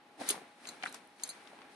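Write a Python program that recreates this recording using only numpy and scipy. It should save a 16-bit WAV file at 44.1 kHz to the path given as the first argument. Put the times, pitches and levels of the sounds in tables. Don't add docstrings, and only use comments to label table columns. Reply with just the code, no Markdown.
import sys
import numpy as np
from scipy import signal
from scipy.fft import rfft, irfft
from scipy.io import wavfile

SR = 44100
rng = np.random.default_rng(int(sys.argv[2]) if len(sys.argv) > 2 else 0)


def materialize(psi):
    bounded = np.clip(np.atleast_2d(psi).T, -1, 1)
    quanta = np.round(bounded * 32767).astype(np.int16)
    wavfile.write(sys.argv[1], SR, quanta)


N = 77175
T = np.arange(N) / SR
HZ = np.maximum(np.arange(N // 2 + 1) * SR / N, 1)


def from_db(db):
    return 10 ** (np.asarray(db) / 20)


def unit_rms(x):
    return x / np.sqrt(np.mean(x ** 2) + 1e-20)


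def spectral_gain(points):
    hz, db = np.transpose(points)
    return from_db(np.interp(np.log(HZ), np.log(hz), db))


def pan(left_minus_right_db):
    return from_db(np.array([[.5], [-.5]]) * left_minus_right_db)


# frequency_hz, side_minus_mid_db
STEREO_WIDTH = [(40, 7), (150, -17), (350, -16), (700, -8), (1400, -4), (3000, -2), (6000, -2),
                (12000, -2.5)]

def colour(white_pair, gain):
    mid, side = rfft(white_pair) * gain
    width = spectral_gain(STEREO_WIDTH)
    left_right = np.array([mid + width * side, mid - width * side]) / np.sqrt(1 + width ** 2)
    return unit_rms(irfft(left_right, N))


def noise(gain):
    return colour(rng.standard_normal((2, N)), gain)


def decay(start_s, attack_s, t60_s):
    age_s = np.maximum(T - start_s, 0)
    return np.minimum(age_s / attack_s, 1) * from_db(-np.minimum(60 * age_s / t60_s, 200))


def burst(gain, envelope):
    return unit_rms(noise(gain) * envelope) * np.sqrt(np.mean(envelope ** 2))


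# frequency_hz, density_db
WHIRR_SPECTRUM = [(18, -39), (30, -8), (49, -38), (70, -18), (247, -1.5), (690, -8), (826, -6), (939, -1.5),
                  (3960, -12.5), (7340, -25), (9010, -29), (11700, -25), (14000, -46)]

def whirr():
    noise_db, tone_db = -66, -68.5
    pitch_hz, wander_rms_hz, wander_corner_hz = 826, 4.47, 16
    slow_spectrum = rfft(rng.standard_normal(N)) / (1 + (HZ / wander_corner_hz) ** 2)
    wander_hz = wander_rms_hz * unit_rms(irfft(slow_spectrum, N))
    tone = np.sqrt(2) * np.sin(2 * np.pi * np.cumsum(pitch_hz + wander_hz) / SR)
    return from_db(noise_db) * noise(spectral_gain(WHIRR_SPECTRUM)) + from_db(tone_db) * tone


# time_s, level_db
BASS_LEVELS = [(0, -66), (.17, -66), (.21, -45), (.25, -52.5), (.31, -48.5), (.38, -52.5), (.45, -59.5),
               (.56, -69.5), (.69, -55), (.80, -60), (.87, -54), (1.0, -62), (1.17, -67.5), (1.24, -60),
               (1.42, -62.5), (1.6, -60.5), (1.75, -62)]
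MIDDLE_LEVELS = [(0, -69.5), (.17, -68.5), (.215, -48), (.255, -51), (.31, -45), (.37, -55), (.45, -60.5),
                 (.56, -68), (.68, -55), (.80, -59.5), (.87, -54), (1.0, -61.5), (1.17, -69.5),
                 (1.24, -55.5), (1.42, -59.5), (1.6, -60.5), (1.75, -62.5)]
TREBLE_LEVELS = [(0, -82.5), (.17, -74.5), (.21, -51), (.258, -53), (.31, -35.5), (.345, -54), (.44, -69.5),
                 (.57, -73), (.68, -55.5), (.80, -67.5), (.87, -53), (.915, -63.5), (.955, -55.5),
                 (1.0, -69), (1.15, -74), (1.26, -54), (1.36, -64.5), (1.68, -72), (1.75, -64.5)]
# frequency_hz, density_db
BASS_SPECTRUM = [(30, -32), (90, -20), (160, -7), (260, 3), (420, -0.5), (580, -1.5), (780, 2),
                 (1100, -11.5), (2000, -37)]
MIDDLE_SPECTRUM = [(400, -18), (850, 0), (1200, 0.5), (1600, 2), (2400, 1), (3200, -7.5), (4200, -9.5),
                   (7000, -63)]
TREBLE_SPECTRUM = [(2000, -42), (3000, -0.5), (4000, 4.5), (5500, 0), (6300, -1.5), (7400, -5.5), (9000, 2),
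                   (10200, -1.5), (11800, -11), (13000, -44), (14500, -67)]

def sliding_cloth():
    catches_per_s, spread_db, catch_power_share = 3200, 2.5, .4
    out = np.zeros((2, N))
    for levels, spectrum in ((BASS_LEVELS, BASS_SPECTRUM), (MIDDLE_LEVELS, MIDDLE_SPECTRUM),
                             (TREBLE_LEVELS, TREBLE_SPECTRUM)):
        sizes = from_db(spread_db * np.minimum(rng.exponential(1, N), 5))
        caught = rng.random(N) < catches_per_s / SR
        patter = unit_rms(caught * sizes * rng.choice([-1, 1], (2, N)))
        hiss = rng.standard_normal((2, N))
        rub = np.sqrt(catch_power_share) * patter + np.sqrt(1 - catch_power_share) * hiss
        envelope = from_db(np.interp(T, *np.transpose(levels)))
        out += envelope * colour(rub, spectral_gain(spectrum))
    return out * pan(left_minus_right_db=1.6)


# start_s, level_db, pitch_hz, width_octaves, t60_s, pan_db
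FOLD_BUCKLES = [(0.2104, -38.5, 354, 0.39, 0.052, 0), (0.2124, -34, 700, 0.32, 0.041, -2),
                (0.3012, -23, 3050, 0.35, 0.012, 1), (0.3037, -34.5, 380, 0.2, 0.044, 4),
                (0.3432, -34.5, 885, 0.32, 0.011, 6), (0.3532, -43, 890, 1.2, 0.031, 4),
                (0.378, -40, 760, 0.83, 0.017, 0), (.654, -41, 1970, 0.72, 0.019, 4),
                (0.683, -45, 1200, 1.1, 0.027, -4), (0.8254, -38, 2200, 0.61, 0.022, 0),
                (0.8344, -30.5, 2520, 0.9, 0.011, 7), (.835, -49, 285, 0.47, 0.078, -1),
                (.836, -35.5, 765, 0.13, 0.05, 2), (0.8376, -28, 1900, 0.46, 0.019, -1),
                (0.855, -46.5, 8900, 0.13, 0.029, -5), (0.8554, -36, 1500, 0.89, 0.021, 6),
                (0.8601, -26, 1630, 0.34, 0.019, 0), (0.8655, -40.5, 1670, 0.65, 0.073, 0),
                (0.8727, -42.5, 4500, 0.85, 0.0082, -4), (0.875, -50, 3980, 0.055, 0.15, -1),
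                (.8945, -52, 9500, 0.28, 0.022, -5), (0.9255, -39.5, 8650, 0.5, 0.013, -2),
                (0.9438, -39, 8300, 0.77, 0.023, 4), (0.942, -46.5, 980, 1.5, 0.11, 3.5),
                (1.073, -60, 10000, 0.24, 0.023, -5), (1.197, -51, 2320, 0.93, 0.046, 1),
                (1.2236, -49, 5400, 0.72, .012, -1), (1.473, -49.5, 3260, 0.62, 0.031, 4),
                (1.53, -49, 600, 0.41, 0.051, 3), (1.589, -47.5, 1090, 1.06, 0.025, 1),
                (1.617, -48, 1660, 0.95, .03, 2)]

def buckling_folds():
    attack_s, skirt_db = 0.00041, -29
    pass_band_hz = [180, 11200]
    out = np.zeros((2, N))
    for start_s, level_db, pitch_hz, width_octaves, t60_s, pan_db in FOLD_BUCKLES:
        octaves_away = np.log2(HZ / pitch_hz)
        hump = np.exp(-.5 * (octaves_away / width_octaves) ** 2)
        skirt = from_db(skirt_db) / (1 + octaves_away ** 2)
        out += from_db(level_db) * pan(pan_db) * burst(hump + skirt, decay(start_s, attack_s, t60_s))
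    return signal.sosfilt(signal.butter(4, pass_band_hz, "band", fs=SR, output="sos"), out)


# start_s, low_db, middle_db, high_db, tick_db, ring_time_ratio, favoured_hz
METAL_IMPACTS = [(0.289, -41.5, -25.5, -28, -25, 0.96, 9890), (0.3042, -38, -39, -25.5, -33, 0.89, 10930),
                 (0.6716, -41.5, -49, -56.5, -58, 0.87, 7390), (0.6883, -43.5, -42.5, -49, -48, 0.87, 7390),
                 (1.2351, -38, -34, -38, -45, 0.87, 10930), (1.2359, -35.5, -38, -33.5, -44, 0.38, 6400),
                 (1.2755, -70, -54, -49, -59, 0.88, 10010), (1.2905, -45.5, -47, -42, -59, 1.5, 9000),
                 (1.2995, -49.5, -56, -50, -56, 1.43, 4460)]
# pitch_hz, mode_db, t60_s, pan_db
METAL_MODES = [(3900, -5, .04, 5), (4100, -1, .04, 3), (4460, -2, .06, 1), (5100, -11, .025, 4),
               (6400, 1, .056, 3), (7390, -3, .045, 3), (8860, -4, .05, -3), (9090, -4, .027, 0),
               (9560, -8, .025, -2), (9790, -3, .033, 2), (10010, -3, .045, -1), (10720, -8, .02, -2),
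               (10930, -3, .033, -1), (11570, -8, .025, 2), (12100, -14, .025, 0), (13050, -15, .035, 0)]
# frequency_hz, density_db
TICK_SPECTRUM = [(200, -30), (1000, -1), (3000, -9), (4100, 10), (5700, -7), (7300, 0), (8200, 7),
                 (10500, 2), (12000, 8), (14000, -29)]

def metal_clinks():
    attack_s, tick_t60_s, spread_db, ear_phase_rad = 0.00066, .024, 3, 1.25
    group_centres_hz = [4460, 6730, 9100]
    favour_db, favour_width_hz = 7.5, 150
    out = np.zeros((2, N))
    for start_s, *group_levels_db, tick_db, ring_time_ratio, favoured_hz in METAL_IMPACTS:
        out += from_db(tick_db) * burst(spectral_gain(TICK_SPECTRUM), decay(start_s, attack_s, tick_t60_s))
        for k, (pitch_hz, mode_db, t60_s, pan_db) in enumerate(METAL_MODES):
            level_db = mode_db + np.interp(pitch_hz, group_centres_hz, group_levels_db)
            level_db += spread_db * rng.standard_normal()
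            level_db += favour_db * np.exp(-((pitch_hz - favoured_hz) / favour_width_hz) ** 2)
            phase = rng.uniform(0, 2 * np.pi) + np.array([[0], [ear_phase_rad]]) * (-1) ** k
            envelope = decay(start_s, attack_s, t60_s * ring_time_ratio)
            out += from_db(level_db) * pan(pan_db) * envelope * np.sin(2 * np.pi * pitch_hz * T + phase)
    return out


def room_reverberation(x):
    onset_s, level_db = 0.0046, -18
    tail = rng.standard_normal((2, N)) * decay(onset_s, attack_s=onset_s, t60_s=0.2)
    tail /= np.sqrt(np.sum(tail ** 2, axis=1, keepdims=True))
    return from_db(level_db) * signal.fftconvolve(x, tail, axes=1)[:, :N]


def scene():
    transients = buckling_folds() + metal_clinks()
    return whirr() + sliding_cloth() + transients + room_reverberation(transients)


def record(dry):
    cutoff_hz = 13750
    return signal.sosfilt(signal.ellip(10, .1, 75, cutoff_hz, fs=SR, output="sos"), dry)


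dry = scene()
out = record(dry)
materialize(out)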